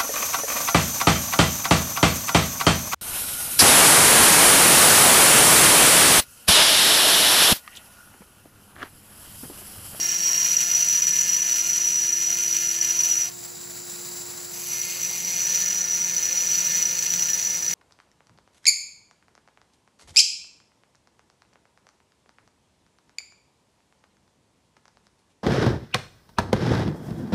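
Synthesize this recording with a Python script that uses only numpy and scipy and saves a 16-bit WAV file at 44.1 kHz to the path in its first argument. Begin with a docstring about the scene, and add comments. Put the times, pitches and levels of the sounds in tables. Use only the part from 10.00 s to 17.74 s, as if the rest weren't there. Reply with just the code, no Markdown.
"""A harsh, ringing grind on metal; it stops for a free-running whirr, then a light touch and a second cut. An
electric die grinder cuts a casting: once a turn the off-centre burr strikes, ringing shank and casting.
Brushes, bearings and fan give pulsing filtered noise, shaft orders give tones, unbalance gives the hum. A low
workshop rumble and mains hum lie beneath; left and right differ in phase and balance by band."""
import sys
import numpy as np
from scipy import signal
from scipy.fft import rfft, irfft
from scipy.io import wavfile
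from scipy.ndimage import uniform_filter1d

SR = 44100
rng = np.random.default_rng(int(sys.argv[2]) if len(sys.argv) > 2 else 0)


def master_out(mix):
    """Clip the mix to full scale and print it as 16-bit PCM to the path in sys.argv[1]."""
    frames = np.transpose(np.atleast_2d(mix))
    ceiling = np.clip(frames, -1, 1)
    pcm = np.round(ceiling * 32767).astype(np.int16)
    wavfile.write(sys.argv[1], SR, pcm)


N = 341334
T = np.arange(N) / SR

# Shaft speed, lower under load. Each row: time in seconds, speed in turns per second.
SHAFT_SPEED = [(0, 350), (1, 350.3), (1.5, 349.8), (3.3, 349.4), (3.8, 351.2), (4.4, 353.1), (4.8, 353.4),
               (7.74, 353.3)]
# Weakening of every second strike as the burr bounces. Each row: time in seconds, share 0-1.
BOUNCE_SHARE = [(0, 0.52), (.5, 0.57), (.8, 0.46), (3.3, 0.17), (4.7, 0.23), (5.3, 0.71), (7.74, 0.67)]
# Teeth that catch hard. 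Each row: time in seconds, level in dB over the running force.
TOOTH_CATCHES = [(0.567, 33), (.748, 29), (1.02, 31.5), (1.068, 32), (1.418, 27), (1.956, 31), (2.527, 26),
                 (2.812, 37.5), (2.99, 34), (3.034, 33), (4.814, 40), (5.247, 34), (6.165, 32), (6.853, 33),
                 (7.222, 28), (7.332, 33), (7.644, 27), (7.679, 37)]
# Broad response of the casting. Each row: frequency in Hz, then density in dB per Hz (relative)
# in the first cut, light touch, second cut.
CASTING_RESPONSE = [(402, -21, -19, -18), (1260, -6, -6, -8.5), (1840, -0.5, 4, -2), (2240, -3.5, 8, -3),
                    (3190, 2.5, 6.5, -1.5), (3360, -5.5, 2, -6), (4390, -1.5, 8, -1.5),
                    (5300, 2.5, 7.5, -0.5), (6700, -4.5, 2, -5), (7800, 2.5, 9, -2.5), (8200, -5.5, -4, -6),
                    (11100, -4.5, -10, -3.5), (11270, -5.5, -5.5, -5.5), (16200, 2, 0.5, 1)]
# Ringing of casting and burr. 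Each row: frequency in Hz, width in Hz, then level in dB over the
# broad response in the first cut, light touch, second cut.
RING_MODES = [(2445, 50, 7, 7, 7), (2800, 60, 6, 3, 4), (4375, 70, 8, 6, 9), (4532, 50, 10, 8, 10),
              (6190, 280, 12, 14, 15), (6768, 26, 17, 17, 19), (7030, 35, 5, 6, 9), (7180, 45, 8, 8, 10),
              (7740, 120, 5, 5, 7), (8860, 40, 7, 6, 8), (9550, 45, 10, 6, 9), (9775, 55, 13, 6, 6),
              (11250, 160, 17, 20, 8), (11870, 80, 6, 3, 3), (13070, 60, 11, 8, 11), (13600, 90, 4, 6, 10),
              (14070, 130, 12, 10, 13), (14500, 100, 10, 12, 16), (15080, 50, 6, 6, 10)]
# Low shaking of tool and work. Each row: multiple of shaft speed, then level in dB over the casting
# in the first cut, light touch, second cut; half orders are cut further by BOUNCE_SHARE.
SHAKE_ORDERS = [(.5, -14.5, -10.5, -12.5), (1.5, -17, -14, -15), (2, -20.5, -23, -27), (3, -12, -34, -39),
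                (4, -15.5, -36, -19), (5, -10, -15, -8), (6, -15, -10.5, -12.5)]
# Motor tones. Each row: multiple of shaft speed, mean amplitude in dB.
WHINE_ORDERS = [(.5, -61.5), (2, -62.5), (4, -59), (22, -46), (44, -70)]
# Rush of brushes and bearings. Each row: frequency in Hz, density in dB per Hz (relative).
RUSH_SPECTRUM = [(400, -8), (1000, -2.5), (2000, -7.5), (3300, -12), (3950, -7), (4300, -5), (4750, 0.5),
                 (5700, -4), (6230, 2), (6800, -15), (8000, -3.5), (10800, -6), (11200, -2), (11500, -6.5),
                 (15000, -5.5)]
# Workshop rumble. Each row: frequency in Hz, density in dB per Hz (relative).
RUMBLE_SPECTRUM = [(30, -23), (60, -14), (110, 1.5), (165, 4.5), (250, -1.5), (330, -16.5), (480, -3),
                   (700, -18), (1000, -8), (1500, -24)]
# Left and right channels. Each row: frequency in Hz, lead of the right in half turns, likeness 0-1, # left
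# minus right in dB.
CHANNEL_PAIR = [(100, 0, .93, 0), (190, 0, .95, 0), (300, .08, .65, -3), (450, -.2, .55, -3),
                (700, -.1, .75, 2.5), (1000, -.55, .45, 3), (1200, -.85, .6, -4), (1400, -.45, .95, -2),
                (1780, -.5, .85, 3), (2050, 0, 1, 0), (5550, 0, 1, 0), (5850, .08, 1, 0),
                (6250, 0, 1, 0)]
# Whistling air. Each row: multiple of shaft speed, width in Hz, level in dB (relative).
FAN_BANDS = [(11.3, 350, -11), (20.3, 300, 0), (21.1, 380, 0), (20.6, 150, -4), (21.9, 140, -3),
             (31.8, 200, -10), (43.4, 200, -8), (44.1, 260, -7)]
# Stages of contact: first cut, light touch, second cut. Each row: start in seconds, end in seconds,
# fine chips in dB in 9.5-12.5 kHz at the usual bite, share of the bite's dB swings the chips follow.
CONTACT_STAGES = [(0, 3.32, -42, 1.1), (4.53, 5.4, -41.5, .1), (5.401, 7.74, -47.5, 1.3)]
# Bite of the burr. 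Each row: time in seconds, casting level in dB in 1.5-5 kHz,
# shank ring in dB over the casting.
BURR_BITE = [(0, -35.5, 11), (.2, -36.5, 13), (.4, -33.5, 13.5), (1.5, -35.5, 14), (2.2, -39, 14),
             (2.45, -36.5, 14), (2.75, -37.5, 13), (3.05, -36.5, 14), (3.23, -39, 16.5), (3.29, -46, 10),
             (3.33, -61, -8), (4.53, -50.5, 7), (4.64, -47, -1), (4.72, -40.5, 13), (4.93, -39, -2),
             (5.03, -39, 12), (5.17, -39, 5.5), (5.45, -35, 11), (5.62, -34.5, 10), (5.9, -40, 15.5),
             (6.1, -37, 11), (6.68, -34, 11), (6.95, -37, 10.5), (7.22, -34.5, 11.5), (7.6, -39.5, 12.5),
             (7.74, -37, 10.5)]
# The tool moves before the microphones. Each row: time in seconds, motor rush in dB,
# lead of the right hum over the left in radians, hum left minus right in dB.
TOOL_PLACE = [(0, -38.5, 2.35, -7), (.8, -42, 2.59, -3.5), (2.8, -43, 1.62, -6), (3.15, -38, 2.1, -6),
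              (3.35, -41, 3.54, -3.5), (3.75, -39.5, 4.16, -3), (4.1, -37, 4.7, -4), (4.5, -38, 4.3, -4),
              (5.3, -37, 3.48, 1.5), (6.7, -37, 3.62, 0.5), (7.74, -35.5, 3.26, -2)]

USUAL_BITE_DB = -36
SKIPS_PER_S = 63  # centre of a wandering rate
SHANK_HZ, LOOSE_DROP_HZ, SEATS_S, SEATING_S = 5862, 152, .4, .09  # rings lower until the burr seats
LIFT_S, LIFT_SHARE = 0.011, 0.45  # the burr rides off the work just before a tooth catches
FAN_DB, FAN_MUFFLED_DB = -1.5, -5.5  # over the rush; added while the tool is down in the work
HUM_DB, HUM_FOLLOWS = -47.5, 0.21  # rms with the rush at -40 dB; share of the rush's dB swings followed
RUMBLE_DB, MAINS_HZ, MAINS_DB = -54, 120, -67
# half-turn flips of the right side in the treble, less like the left while turning
FLIP_HZ, FLIP_EVERY_HZ, FLIP_WIDTH_HZ, FLIP_UNLIKE = 7907, 2060, 1440, 0.23
EDGE_HZ = 15735


def gain_of(db):
    """Decibels to amplitude."""
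    return 10 ** (np.asarray(db) / 20)


def evened(x):
    """Scales to rms 1."""
    return x / np.sqrt(np.mean(x ** 2) + 1e-20)


def curve(rows, at, column=1):
    """One column of a table, joined by straight lines."""
    rows = np.asarray(rows, float)
    return np.interp(at, rows[:, 0], rows[:, column])


TURNS = np.cumsum(curve(SHAFT_SPEED, T)) / SR


def wander(lo_hz, hi_hz, count=30):
    """Slow chance of rms 1: sines of random phase between two rates."""
    t = T[::64]
    slow = sum(np.sin(2 * np.pi * (f * t + rng.random())) for f in np.geomspace(lo_hz, hi_hz, count))
    return np.interp(T, t, evened(slow))


def coloured(x, db_at):
    """Minimum-phase filter whose level in dB is db_at(Hz), then rms 1."""
    log_gain = np.log(gain_of(db_at(abs(np.fft.fftfreq(8192, 1 / SR)))))
    taps = np.fft.ifft(np.exp(np.conj(signal.hilbert(log_gain)))).real[:4096]
    return evened(signal.oaconvolve(x, taps)[:N])


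def filtered(x, edge_hz, kind):
    """Fourth-order Butterworth filter."""
    return signal.sosfilt(signal.butter(4, edge_hz, kind, fs=SR, output="sos"), x)


def band_evened(x, lo_hz, hi_hz):
    """Scales x so that one band of it has rms 1."""
    return x / np.std(filtered(x, [lo_hz, hi_hz], "band"))


def resonate(x, hz, width_hz):
    """Resonance on a moving pitch: shifts hz down to zero, smooths, shifts back."""
    turn = np.exp(2j * np.pi * np.cumsum(hz) / SR)
    r = np.exp(-np.pi * width_hz / SR)
    return 2 * (turn * signal.lfilter([1 - r], [1, -r], x / turn)).real


def order(m, blur_rad):
    """Sine at a multiple of the shaft speed, its phase drifting by blur_rad rms."""
    return np.sin(2 * np.pi * m * TURNS + blur_rad * wander(.5, 25, count=10))


def touching(start_s, end_s):
    """1 while the burr is in the metal, with soft edges."""
    return uniform_filter1d(1. 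* (T >= start_s) * (T <= end_s), size=1500, mode="nearest")


def strikes():
    """Force on the work: once a turn a sharp knock and a burst of tooth clicks, over steady scraping."""
    turn = TURNS.astype(int)
    size, late = rng.standard_normal((turn[-1] + 2, 2)).T
    phase = (TURNS - .05 * late[turn]) % 1
    bounce = np.clip(curve(BOUNCE_SHARE, T), 0, 1) * (turn % 2)
    blow = (1 - bounce) * gain_of(2 * size[turn])
    clicks = evened((0.23 + blow * np.exp(-phase / 0.37)) * rng.standard_normal(N))
    high_spot = np.floor(TURNS - .4 + .018 * late[turn] + .03 * wander(.5, 25))
    knocks = evened(blow * (np.diff(high_spot, prepend=0) > 0))
    # the burr digs in, then rides up
    skips = np.cumsum(SKIPS_PER_S * gain_of(3.5 * wander(4, 60))) / SR % 1
    chatter = gain_of(1.0 * wander(4, 50)) * (3.0 + np.exp(-skips / 0.69))
    return evened(chatter * (clicks + 0.74 * (knocks - knocks.mean())))


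def tooth_catches():
    """Single impulses where teeth catch hard."""
    caught = np.zeros(N)
    time_s, db = np.transpose(TOOTH_CATCHES)
    caught[np.round(time_s * SR).astype(int)] = gain_of(db)
    return caught


def lifted(force, caught):
    """Force eased for LIFT_S ahead of each catch, as the burr rides off the work."""
    lift = round(LIFT_S * SR)
    ahead = lift * uniform_filter1d(1. * (caught > 0), size=lift, origin=-(lift // 2))
    return force * (1 - LIFT_SHARE * np.clip(ahead, 0, 1))


def shank_ring(force, caught):
    """Shank resonance driven by strikes and catches; wide swings rub on the work and are damped harder."""
    loose_hz = LOOSE_DROP_HZ * np.exp(-np.maximum(T - SEATS_S, 0) / SEATING_S)
    hz = SHANK_HZ - loose_hz + 8 * wander(1.1, 33)
    plucks = force + resonate(caught, hz, 550)  # each pluck lasts about a millisecond
    broad = resonate(resonate(plucks, hz, 167), hz, 162)
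    shank = evened(resonate(plucks, hz, 70) + 0.62 * broad)
    swing = abs(uniform_filter1d(shank ** 2, size=30))
    return evened(shank / (1 + swing / 5) ** 0.31)


def casting_ring(force, stage):
    """Force through the casting's broad response and its ringing modes: body and fine chips."""
    def response_db(hz):
        peaks = sum(gain_of(r[2 + stage]) ** 2 / (1 + (2 * (hz - r[0]) / r[1]) ** 2) for r in RING_MODES)
        return curve(CASTING_RESPONSE, hz, column=1 + stage) + 10 * np.log10(1 + peaks)
    work = coloured(force, response_db)
    body = band_evened(filtered(work, 8300, "low"), 1500, 5000)
    chips = band_evened(filtered(work, 8300, "high"), 9500, 12500)
    return body, chips


def shaking(pressing):
    """Tool and work shake at low shaft orders; half orders come from the weak second strike."""
    out = np.zeros(N)
    for m, *db in SHAKE_ORDERS:
        share = curve(BOUNCE_SHARE, T) if m % 1 else 1
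        level = share * (gain_of(db) @ np.array(pressing)) * gain_of(2.85 * wander(.8, 12, count=10))
        out += level * order(m, blur_rad=0.21 + 0.15 * m + 0.72 * (m % 1 > 0))
    return out


def cutting():
    """Strikes ring shank and casting and shake the tool, each level following the bite."""
    caught = tooth_catches()
    force = lifted(strikes(), caught)
    shank = shank_ring(force, caught)
    bite_db = curve(BURR_BITE, T)
    shank_gain = gain_of(curve(BURR_BITE, T, column=2))
    out, pressing = np.zeros(N), []
    for stage, (start_s, end_s, chips_db, follows) in enumerate(CONTACT_STAGES):
        body, chips = casting_ring(force, stage)
        contact = touching(start_s, end_s)
        press = contact * gain_of(bite_db)
        fine = contact * gain_of(chips_db + follows * (bite_db - USUAL_BITE_DB))
        out += press * shank_gain * shank + press * body + fine * chips
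        pressing.append(uniform_filter1d(press, size=3000))
    return out + shaking(pressing)


def motor_pulse():
    """Noise level that pulses with the shaft and ticks at random, about 300 times a second."""
    hits = gain_of(3.9 * rng.exponential(1, N).clip(0, 3)) * (rng.random(N) < 300 / SR)
    ticks = signal.lfilter([1], [1, -.985], hits)
    pulse = 1 + 0.43 * np.cos(2 * np.pi * TURNS) + 0.15 * np.cos(4 * np.pi * TURNS) + 0.088 * ticks
    return pulse * gain_of(1.17 * wander(4, 60))


def fan_whistle(air):
    """Noise through paired resonances at multiples of the shaft speed."""
    speed = curve(SHAFT_SPEED, T)
    bands = 0
    for m, width_hz, db in FAN_BANDS:
        once = resonate(air, m * speed, width_hz)
        bands = bands + gain_of(db) * resonate(once, m * speed, width_hz)
    return evened(bands)


def motor_whine():
    """Shaft orders of wavering level, the high ones more blurred."""
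    return sum(gain_of(db + 0.8 * wander(0.95, 31, count=10)) * order(m, blur_rad=0.12 + 0.022 * m)
               for m, db in WHINE_ORDERS)


def motor():
    """Rush of brushes and bearings, fan whistle muffled in the work, and whine."""
    rub, air = motor_pulse() * rng.standard_normal((2, N))
    rush = coloured(rub, lambda hz: curve(RUSH_SPECTRUM, hz))
    down = sum(touching(start_s, end_s) for start_s, end_s, *_ in CONTACT_STAGES)
    fan = gain_of(FAN_DB + FAN_MUFFLED_DB * down) * fan_whistle(air)
    return gain_of(curve(TOOL_PLACE, T)) * (rush + fan) + motor_whine()


def hum():
    """Shaft unbalance: one tone whose phase and balance between the microphones shift as the tool moves."""
    right_only, halves = np.array([[0], [1]]), np.array([[.5], [-.5]])
    drift_rad = 0.07 * np.array([wander(2.4, 30), wander(1.5, 30)])
    lead_rad = curve(TOOL_PLACE, T, column=2) * right_only + drift_rad
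    level_db = HUM_DB + HUM_FOLLOWS * (curve(TOOL_PLACE, T) + 40)
    level_db = level_db + curve(TOOL_PLACE, T, column=3) * halves
    return np.sqrt(2) * gain_of(level_db) * np.sin(2 * np.pi * TURNS + lead_rad)


def workshop():
    """Room rumble as coloured noise, and transformer hum as a steady sine."""
    rows = np.array(RUMBLE_SPECTRUM, float)
    log_hz = np.log(rows[:, 0])
    rumble = coloured(rng.standard_normal(N), lambda hz: np.interp(np.log(hz + 1), log_hz, rows[:, 1]))
    return gain_of(RUMBLE_DB) * rumble + gain_of(MAINS_DB) * np.sin(2 * np.pi * MAINS_HZ * T)


def spread(x):
    """Two channels: a phase lead and balance by band, and a reverberant tail mixed into the right one only."""
    echoes = rng.standard_normal(12000) * np.exp(-np.arange(12000) / 2500)
    direct = rfft(x)
    late = rfft(signal.oaconvolve(x, echoes / np.linalg.norm(echoes))[:N])
    hz = np.fft.rfftfreq(N, 1 / SR)
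    lead, same, tilt_db = (curve(CHANNEL_PAIR, hz, column=c) for c in (1, 2, 3))
    flips_hz = FLIP_HZ + FLIP_EVERY_HZ * np.arange(4)[:, None]
    turned = np.clip((hz - flips_hz) / FLIP_WIDTH_HZ + .5, 0, 1).sum(axis=0)
    lead = lead + turned  # half turns
    same = np.clip(same - FLIP_UNLIKE * np.sin(np.pi * turned) ** 2, 0, 1)
    right = same * direct * np.exp(1j * np.pi * lead) + np.sqrt(1 - same ** 2) * late
    return irfft(np.array([direct * gain_of(tilt_db / 2), right * gain_of(-tilt_db / 2)]), N)


def scene():
    """Tool, work and room, spread over two channels."""
    return spread(cutting() + motor() + workshop()) + hum()


def record(dry):
    """Small microphones lose the deep bass; then the band limit."""
    thin = filtered(dry, 58, "high")
    taps = signal.firwin(2047, EDGE_HZ, window=("kaiser", 10), fs=SR)
    return signal.oaconvolve(thin, taps[None], "same")


dry = scene()
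out = record(dry)
master_out(out)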